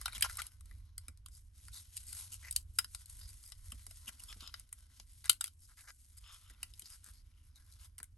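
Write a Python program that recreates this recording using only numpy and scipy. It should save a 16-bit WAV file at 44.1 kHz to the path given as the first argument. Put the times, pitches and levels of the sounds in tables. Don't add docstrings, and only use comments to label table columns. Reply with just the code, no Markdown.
import sys
import numpy as np
from scipy import signal
from scipy.fft import rfft, irfft, next_fast_len
from scipy.io import wavfile
from scipy.ndimage import uniform_filter1d

SR = 44100
rng = np.random.default_rng(int(sys.argv[2]) if len(sys.argv) > 2 else 0)


def unload_audio(sound):
    columns = np.transpose(np.atleast_2d(sound))
    steps = np.round(np.clip(columns, -1, 1) * 32767)
    wavfile.write(sys.argv[1], SR, steps.astype(np.int16))


N = 360297

# (time [s], hiss level [dB], chassis ring before trim [dB re hiss])
RUBBING = [(0, -50.5, -4.5), (.33, -53.5, -0.5), (.42, -49.5, -0.5), (.54, -70.5, -1.5), (.8, -65, -4.5),
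           (.92, -75.5, 1.5), (1.0, -67, -1.5), (1.23, -83, 2.5), (1.29, -65, -10), (1.39, -62.5, -10.5),
           (1.52, -74, -3.5), (1.58, -58, -18), (2.14, -46.5, -13.5), (2.55, -54.5, -11),
           (2.66, -69, -13.5), (2.74, -61.5, -16.5), (2.9, -57, -20), (3.16, -49.5, -13),
           (3.57, -59.5, -10), (3.75, -56.5, -8.5), (4.43, -55, -7.5), (4.71, -65.5, 1), (5.0, -60, -10.5),
           (5.48, -65, -19.5), (5.56, -72, -15.5), (5.8, -57, -28.5), (6.1, -67, -14), (6.32, -55, -9.5),
           (6.58, -66.5, -0.5), (6.8, -57.5, -13.5), (6.95, -55, -13), (7.0, -65.5, -9.5),
           (7.14, -56, -10.5), (7.24, -72, -2.5), (7.53, -70.5, 1.5), (7.85, -59, -5.5), (7.9, -78, 0),
           (8.17, -79, -8)]
# (frequency [Hz], level [dB], undamped t60 [s])
HOLLOW_MODES = [(647.25, -14.5, 0.033), (1093, -6.5, 0.027), (1403.6, -2, 0.011), (1504, -9.5, .2),
                (1636.4, -7, .02), (1970, -3, 0.011), (2230, -4, 0.0076)]
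# (frequency [Hz], level [dB], undamped t60 [s])
PLATE_MODES = [(2904, -5.5, 0.0068), (3085, -8.5, 0.061), (3468, -10.5, .01), (3943, -3, 0.0092),
               (4540, -6.5, 0.0045), (4880, -4.5, 0.0051), (5200, -5, 0.014), (5780, -10.5, 0.0066)]
PORTS = np.array([[1], [-1]])


def undb(db):
    return 10 ** (np.asarray(db) / 20)


def unit(x):
    return x / np.sqrt(np.mean(x ** 2))


def curves(table):
    s, *columns = np.transpose(table)
    return [np.interp(np.arange(N) / SR, s, column) for column in columns]


def over_hz(table, hz):
    f, value = np.transpose(table)
    return np.interp(np.log(hz + 1), np.log(f + 1), value)


def walk(rate):
    hold = int(SR / rate)
    steps = np.repeat(rng.standard_normal(N // hold + 1), hold)
    return uniform_filter1d(steps, hold)[:N]


def grit(size, grain_db):
    grains = np.minimum(rng.exponential(size=size // 44 + 1), 4.5)
    return rng.standard_normal(size) * undb(grain_db * np.repeat(grains, 44)[:size])


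def modes(table, hz, share, spread_db):
    f, db, t60 = np.transpose(table)
    damp = np.log(1000) / t60 / (2 * np.pi)
    gain = undb(db + spread_db * share) * np.sign(np.sin(1000 * share))
    damp, f = damp[:, None], f[:, None]
    return gain @ (damp / (damp + 1j * (hz - f)) + damp / (damp + 1j * (hz + f)))


def nearness(f, ring_hz, octaves):
    return np.exp(-(np.log2(f / ring_hz) / octaves) ** 2)


def favour(table, ring_hz, focus_db, octaves):
    return [(f, db + focus_db * nearness(f, ring_hz, octaves), t60) for f, db, t60 in table]


def edge(hz, corner_hz):
    b, a = signal.butter(2, 2 * np.pi * corner_hz, "high", analog=True)
    return signal.freqs(b, a, 2 * np.pi * hz)[1]


def darken(hz, corner_hz):
    b, a = signal.cheby1(8, 1, 1, analog=True)
    return signal.freqs(b, a, hz / corner_hz)[1]


def room(flicker_db=2.5, follow=0.49, apart_hz=1500):
    # (time [s], level [dB])
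    rumble_levels = [(0, -47.5), (1.8, -51), (2.8, -48.5), (5.9, -55.5), (8.17, -52.5)]
    # (frequency [Hz], density [dB per Hz])
    room_tone = [(8.8, -34), (15, -12), (50, 0), (90, -2.5), (128, -22), (170, -33), (268, -31), (400, -47),
                 (712, -52), (1330, -49), (4670, -53), (9000, -55), (12000, -70)]
    hz = np.fft.rfftfreq(N, 1 / SR)
    mid, side = rfft(rng.standard_normal((2, N))) * undb(over_hz(room_tone, hz))
    both = mid + np.minimum(0.025 + hz / apart_hz, 1) * side * PORTS
    low = 1 / (1 + (hz / 130) ** 4)
    scale = np.std(irfft(mid * low, N))
    rumble_db, = curves(rumble_levels)
    rumble = irfft(both * low, N) * undb(rumble_db + flicker_db * walk(8.4))
    mean_db = np.mean(rumble_db)
    hush_db = mean_db + follow * (rumble_db - mean_db)
    hush = irfft(both * (1 - low), N) * undb(hush_db + flicker_db * walk(5.8))
    return (rumble + hush) / scale


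def thumps(t60=.09, rise_s=0.005, width=0.22, middle_hz=188, scatter=0.14):
    # (time [s], level before a 10 dB lift [dB])
    thump_table = [(.16, -58), (.219, -54), (.4, -61.5), (.713, -66), (1.079, -60), (3.723, -56),
                   (3.867, -64), (4.072, -60), (4.3, -61.5), (4.36, -59.5), (4.42, -60), (4.999, -67),
                   (5.293, -65), (6.5, -67), (6.82, -67.5), (7.07, -66), (8.0, -67)]
    t = np.arange(int(t60 * SR)) / SR
    out = np.zeros(N + len(t))
    for s, level_db in thump_table:
        hz = middle_hz * np.exp(scatter * rng.standard_normal())
        b, a = signal.iirpeak(hz, 1 / width, SR)
        shudder = signal.lfilter(b, a, rng.standard_normal(8192))[-len(t):]
        decay = undb(level_db + 10.0 - 60 * t / t60)
        i = int(s * SR)
        out[i:i + len(t)] += decay * (1 - np.exp(-t / rise_s)) * unit(shudder)
    return out[:N]


def drags(grain_db=4.0, spread_db=0.0):
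    # (time [s], swell length, cut at 0.19 s [s], level [dB])
    drag_table = [(4.277, 0.05, -57), (4.398, 0.1, -54), (6.127, 0.3, -68.5), (6.236, 0.1, -59),
                  (6.278, 0.1, -59), (6.365, 0.3, -61.5)]
    # (frequency [Hz], level [dB], t60 [s])
    shell_modes = [(1173, -8.5, 0.016), (1315, -7, 0.022), (2520, -7.5, 0.03), (3090, -3, 0.0099),
                   (3480, -2.5, 0.0084), (5200, -2.5, 0.01636), (6840, -9.5, 0.0089)]
    size = 8192
    t, hz = np.arange(size) / SR, np.fft.rfftfreq(size, 1 / SR)
    out = np.zeros(N + size)
    for s, length, db in drag_table:
        swell = np.sin(np.pi * np.minimum(t / length, 1)) ** 0.49
        force = rfft(grit(size, grain_db) * swell)
        ring = irfft(force * modes(shell_modes, hz, rng.standard_normal(len(shell_modes)), spread_db))
        i = int(s * SR)
        out[i:i + size] += undb(db) * np.sqrt(size / SR / length) * unit(ring)
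    return out[:N]


def scuffs(grain_db=3.8, hiss_hz=4200, dark_hz=11800, focus_db=19, octaves=.27):
    # (time [s], length [s], hiss level [dB], ring level [dB], strongest ring [Hz])
    scuff_table = [(0.12, 0.02, -76, -65, 3930), (0.143, 0.032, -57.5, -56.5, 3300),
                   (0.236, 0.035, -56.5, -48, 1250), (0.288, 0.03, -61, -62, 1640),
                   (0.309, 0.04606, -61, -80, 3850), (0.383, 0.026, -58, -52, 1300),
                   (1.309, 0.082, -65, -71, 4874), (1.724, 0.077, -55, -57, 3866),
                   (2.064, 0.053, -56, -58.5, 4800), (2.315, 0.054, -54, -63, 2903),
                   (2.425, 0.079, -62, -55, 2000), (3.198, 0.078, -76.5, -60, 4880),
                   (3.275, 0.03826, -64.5, -67, 4620), (3.419, 0.1, -58.5, -62, 4915),
                   (4.07, 0.026757, -59, -56.5, 2903), (4.193, 0.015, -70, -72.5, 2830),
                   (5.239, 0.036, -63, -61, 1637), (5.612, 0.056, -70.5, -75, 4865),
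                   (5.682, 0.061, -80, -74.5, 1500), (5.769, 0.055, -66.5, -68, 1700),
                   (5.831, 0.045, -73, -75, 1500), (5.871, 0.038, -67.5, -61.5, 1680),
                   (6.168, 0.024, -68, -71, 4730), (6.497, 0.01925, -76.5, -78.5, 1900),
                   (6.835, 0.056, -68, -61, 4720), (6.894, 0.08137, -63, -73, 1400),
                   (6.9, 0.059, -80, -64.5, 5200), (7.124, 0.1, -77.5, -70, 4600),
                   (7.032, 0.08546, -61.5, -68.5, 1490), (7.3, 0.18, -91, -74, 2800),
                   (7.551, 0.03112, -75.5, -73.5, 3940), (7.709, 0.041, -71, -76, 3970),
                   (7.794, 0.076, -68.5, -75, 2886)]
    size = 8192
    t, hz = np.arange(size) / SR, np.fft.rfftfreq(size, 1 / SR)
    chassis = HOLLOW_MODES + PLATE_MODES
    out = np.zeros(N + size)
    for s, length, hiss_db, ring_db, ring_hz in scuff_table:
        swell = np.sin(np.pi * np.minimum(t / length, 1)) ** 0.51
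        force = rfft(grit(size, grain_db) * swell)
        near = nearness(np.transpose(chassis)[0], ring_hz, octaves)
        hiss = irfft(force * edge(hz, hiss_hz) ** 2 * darken(hz, dark_hz))
        ring = irfft(force * modes(chassis, hz, near, focus_db))
        scuff = undb(hiss_db) * unit(hiss) + undb(ring_db) * unit(ring)
        i = int(s * SR)
        out[i:i + size] += np.sqrt(size / SR / length) * scuff
    return out[:N]


def gloves(grain_db=2.5, grip_db=3, slip_db=2, patchy_db=3, split_hz=6500, hiss_hz=4500, dark_hz=11600,
           wander_db=5, damping=.8, ring_trim_db=-11.5):
    level_db, ring_db = curves(RUBBING)
    hz = np.fft.rfftfreq(N, 1 / SR)
    force = rfft(grit(N, grain_db) * undb(grip_db * walk(25) + slip_db * walk(90)))
    hiss = unit(irfft(force * edge(hz, hiss_hz) * darken(hz, dark_hz), N))
    dull = irfft(rfft(hiss) / (1 + (hz / split_hz) ** 6), N)
    bright = hiss - dull
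    out = undb(level_db) * (dull * undb(patchy_db * walk(12)) + bright * undb(patchy_db * walk(12)))
    for mode_hz, db, t60 in HOLLOW_MODES + PLATE_MODES:
        ring = irfft(force * modes([(mode_hz, 0, damping * t60)], hz, np.ones(1), 0), N)
        out += undb(level_db + ring_db + db + ring_trim_db + wander_db * walk(4.8)) * unit(ring)
    return out


def ticks(count=50, over_rub_db=1, spread_db=2.5, hollow_db=-20, plate_db=-9.5):
    s, low_hz, mid_hz = rng.uniform([0, 1000, 2900], [N / SR, 2300, 5600], (count, 3)).T
    rub_db = curves(RUBBING)[0][(s * SR).astype(int)]
    peak_db = rub_db + over_rub_db + spread_db * rng.exponential(size=count)
    return [(at, db, hollow_db, low, plate_db, mid) for at, db, low, mid in zip(s, peak_db, low_hz, mid_hz)]


def clicks(crack_hz=5500, dark_hz=12500, hard_db=-14, spread_db=1.5, hollow_db=3, plate_db=3, pan_db=2.5,
           chatter_db=-25, chatter_s=0.22, chatter_grain_db=2.5, focus_db=8, octaves=0.12):
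    # (time [s], crack peak [dB], hollow ring before trim [dB re crack],
    # its strongest pitch [Hz], plate ring before trim [dB re crack], its strongest pitch [Hz])
    click_table = [(0.0125, -33, -11.5, 1090, -12, 5362), (.0567, -24, -7.5, 1420, -2.5, 3980),
                   (0.0792, -36, 2.5, 1404, -18, 3190), (0.1295, -41.5, -2, 2260, -11, 4240),
                   (.179, -33.5, -9.5, 2218, -24, 4516), (0.2085, -24.5, -17.5, 2208, -24, 3180),
                   (0.2224, -11.5, -18, 2160, -7, 2900), (.2408, -29, -4.5, 1414, -24.5, 2790),
                   (0.2486, -32.5, -11, 1232, -25.5, 2850), (.297, -42, -4.5, 1399, -11, 3399),
                   (.354, -40.5, -22, 1400, -24, 4200), (0.37, -26, -21, 1060, -14.5, 4170),
                   (0.4174, -26, -12.5, 2303, -14.5, 4449), (0.466, -35.5, -40, 2372, -11, 3770),
                   (0.6074, -47, -15.5, 1100, -29.5, 2946), (0.656, -50, -26, 1259, -33.5, 4590),
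                   (0.7109, -54, 3.5, 1165, -12, 4400), (.979, -31, -20, 2205, -7, 4799),
                   (1.0817, -36.5, -9, 2250, -4.5, 5240), (1.173, -54, -22, 673, -7.5, 4270),
                   (1.26, -40.5, -14.5, 1140, -6.5, 2980), (1.284, -46.5, -16.5, 1187, -10, 4820),
                   (1.6818, -43.5, -6, 1511, -2, 4573), (1.9671, -30.5, -48, 2250, -9, 5134),
                   (1.9741, -32, -41, 2256, -7.5, 5230), (2.1274, -30.5, -20, 1400, -10.5, 4860),
                   (2.167, -40, -33, 1230, -20, 5120), (2.5092, -22.5, -51.5, 2161, -26, 5070),
                   (2.5245, -33, -32, 1764, -14, 5606), (2.5612, -11.5, -48, 2210, -18.5, 3130),
                   (2.7857, -11, -16.5, 1440, -8, 5130), (2.8437, -34.5, -10.5, 1410, -1.5, 4760),
                   (2.9471, -32.5, -14.5, 1402, -1.5, 4630), (3.0575, -42.5, -42.5, 1510, -8, 4940),
                   (3.097, -40, -46, 2200, -21.5, 4720), (3.5194, -41, -12.5, 1970, 1.5, 5300),
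                   (3.7193, -37, -15, 1120, -3, 3000), (3.8652, -37, -19, 1129, -5, 4442),
                   (3.909, -41.5, -13.5, 660, -5, 5270), (4.0909, -36.5, -7.5, 1500, -15, 2980),
                   (4.2356, -37.5, -21, 1457, -13, 5100), (4.326, -50, 4, 1500, 9.5, 3100),
                   (4.406, -46.5, -13, 1130, 6, 3475), (4.474, -47, -8.5, 1156, 10, 5260),
                   (4.54, -42.5, 3, 1290, 8.5, 3100), (4.596, -37.5, -25, 1971, -37.5, 5710),
                   (4.7264, -32, -21, 1390, -40, 4175), (4.9975, -44, -10, 1134, 3, 5470),
                   (5.249, -47, -2, 1528, -6.5, 2904), (5.2558, -36, -12.5, 1390, -2.5, 5610),
                   (5.278, -46, -6.5, 1987, -2.5, 5670), (5.2947, -6, -24, 1416, -11.5, 3000),
                   (5.302, -26, -32.5, 1980, -16, 3034), (5.314, -29, -24, 1571, -21.5, 5600),
                   (5.3286, -37, -19, 1485, -12.5, 3058), (5.4087, -17, -19, 1423, -12, 4391),
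                   (5.4404, -23, -24, 1413, -14, 3260), (5.458, -38.5, -15, 1440, -9, 3154),
                   (5.469, -38, -23, 1420, -12, 3240), (5.477, -41, -14, 1440, -5.5, 3240),
                   (6.4978, -48, -7, 1470, -3.5, 3477), (6.6291, -24.5, -19, 1962, -7, 2870),
                   (6.736, -50, -43.5, 1527, 3.5, 4954), (6.794, -35.5, -32, 1120, -22, 2927),
                   (6.8197, -41.5, -18, 1580, -3, 3060), (7.042, -42, -30, 1480, -19, 5080),
                   (7.855, -55, -33, 1490, -30, 5570), (7.9801, -38, -19, 1570, -12.5, 5555),
                   (7.986, -41, -18, 1565, -14, 5603), (8.0, -46.5, -1, 1401, -10, 5240),
                   (8.029, -33, -19, 1423, -27, 5615), (8.04, -42, -20, 1410, -17, 4507)]
    middling_db, middling_rise_s, middling_t60_s, t60_scatter = -30, 0.0018, 0.013, .15
    longer_db = 0.087
    size = 4096
    t, hz = np.arange(size) / SR, np.fft.rfftfreq(size, 1 / SR)
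    fade = np.cos(np.pi * t * SR / size / 2)
    out = np.zeros((2, N + size))
    for s, peak_db, hollow, hollow_pitch, plate, plate_pitch in click_table + ticks():
        longer = undb(longer_db * (peak_db - middling_db))
        rise_s = middling_rise_s * longer
        t60 = middling_t60_s * longer * np.exp(t60_scatter * rng.standard_normal())
        after = np.maximum(t - rise_s, 0)
        bounces = unit(np.abs(grit(size, chatter_grain_db)))
        chatter = bounces * undb(chatter_db - 60 * after / chatter_s)
        shape = np.minimum(t / rise_s, 1) * (undb(-60 * after / t60) + chatter)
        force = rfft(rng.standard_normal(size) * shape * fade)
        dark = darken(hz, dark_hz)
        reach = dark + undb(min(.5 * (peak_db - hard_db), 0)) * (1 - dark)
        crack = unit(irfft(force * reach * edge(hz, crack_hz) * edge(hz, crack_hz / 3)))
        rings = []
        for table, pitch in ((HOLLOW_MODES, hollow_pitch), (PLATE_MODES, plate_pitch)):
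            share = rng.standard_normal(len(table))
            body = modes(favour(table, pitch, focus_db, octaves), hz, share, spread_db)
            rings.append(unit(irfft(force * body)))
        click = crack + undb(hollow + hollow_db) * rings[0] + undb(plate + plate_db) * rings[1]
        place_db = pan_db * rng.standard_normal() * PORTS / 2
        crack_peak = np.max(uniform_filter1d(np.abs(crack), size=44))
        i = int(s * SR)
        out[:, i:i + size] += click * undb(peak_db + place_db) / crack_peak
    return out[:, :N]


def scatter_off_table(t60=.045, level_db=-16, apart_gain=2.0):
    t = np.arange(int(t60 * SR)) / SR
    decay = undb(-60 * t / t60) * np.minimum(t / 0.005, 1)
    shared, apart = rng.standard_normal((2, len(t))) * decay
    apart = signal.sosfilt(signal.butter(4, 6500, fs=SR, output="sos"), apart)
    return undb(level_db) * (shared + apart_gain * apart * PORTS) / np.sqrt(np.sum(shared ** 2))


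def scene():
    background = room() + thumps()
    near = drags() + scuffs() + gloves() + clicks()
    near = signal.sosfilt(signal.butter(3, 600, "high", fs=SR, output="sos"), near)
    scattered = signal.fftconvolve(near, scatter_off_table(), axes=1)[:, :N]
    return background + near + scattered


def record(dry):
    # (frequency [Hz], level [dB])
    colour = [(1000, -7), (6000, -11.5), (7600, -9.5), (8800, -5.5), (10000, -7.5), (10700, -1.5),
              (11250, -2), (11900, -15.5), (13000, -17.5), (13800, -29), (15000, -25.5), (16400, -34)]
    # (frequency [Hz], lead [rad])
    lead = [(0, 0), (1400, .5), (2760, .9), (3530, .7), (5430, .7), (6800, -.1), (7490, 1.1), (8870, -.6),
            (10300, -3.14), (11500, -5.5), (12700, -6.9), (13500, -9.4), (16500, -13.1)]
    # (frequency [Hz], left minus right [dB])
    tilt = [(60, -2.5), (110, 0.5), (200, -3), (380, -1), (700, 2.5), (1290, 2), (2380, 2.5), (4400, 4.5),
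            (8120, 2.5), (15000, -2.5)]
    size = next_fast_len(N + 4096)
    hz = np.fft.rfftfreq(size, 1 / SR)
    side = PORTS / 2
    gain = undb(over_hz(colour, hz) + side * over_hz(tilt, hz))
    phase = side * np.interp(hz, *np.transpose(lead))
    heard = irfft(rfft(dry, size) * gain * np.exp(1j * phase), size)[:, :N]
    top_hz = 16700
    return signal.sosfilt(signal.ellip(8, .2, 70, top_hz, fs=SR, output="sos"), heard)


dry = scene()
out = record(dry)
unload_audio(out)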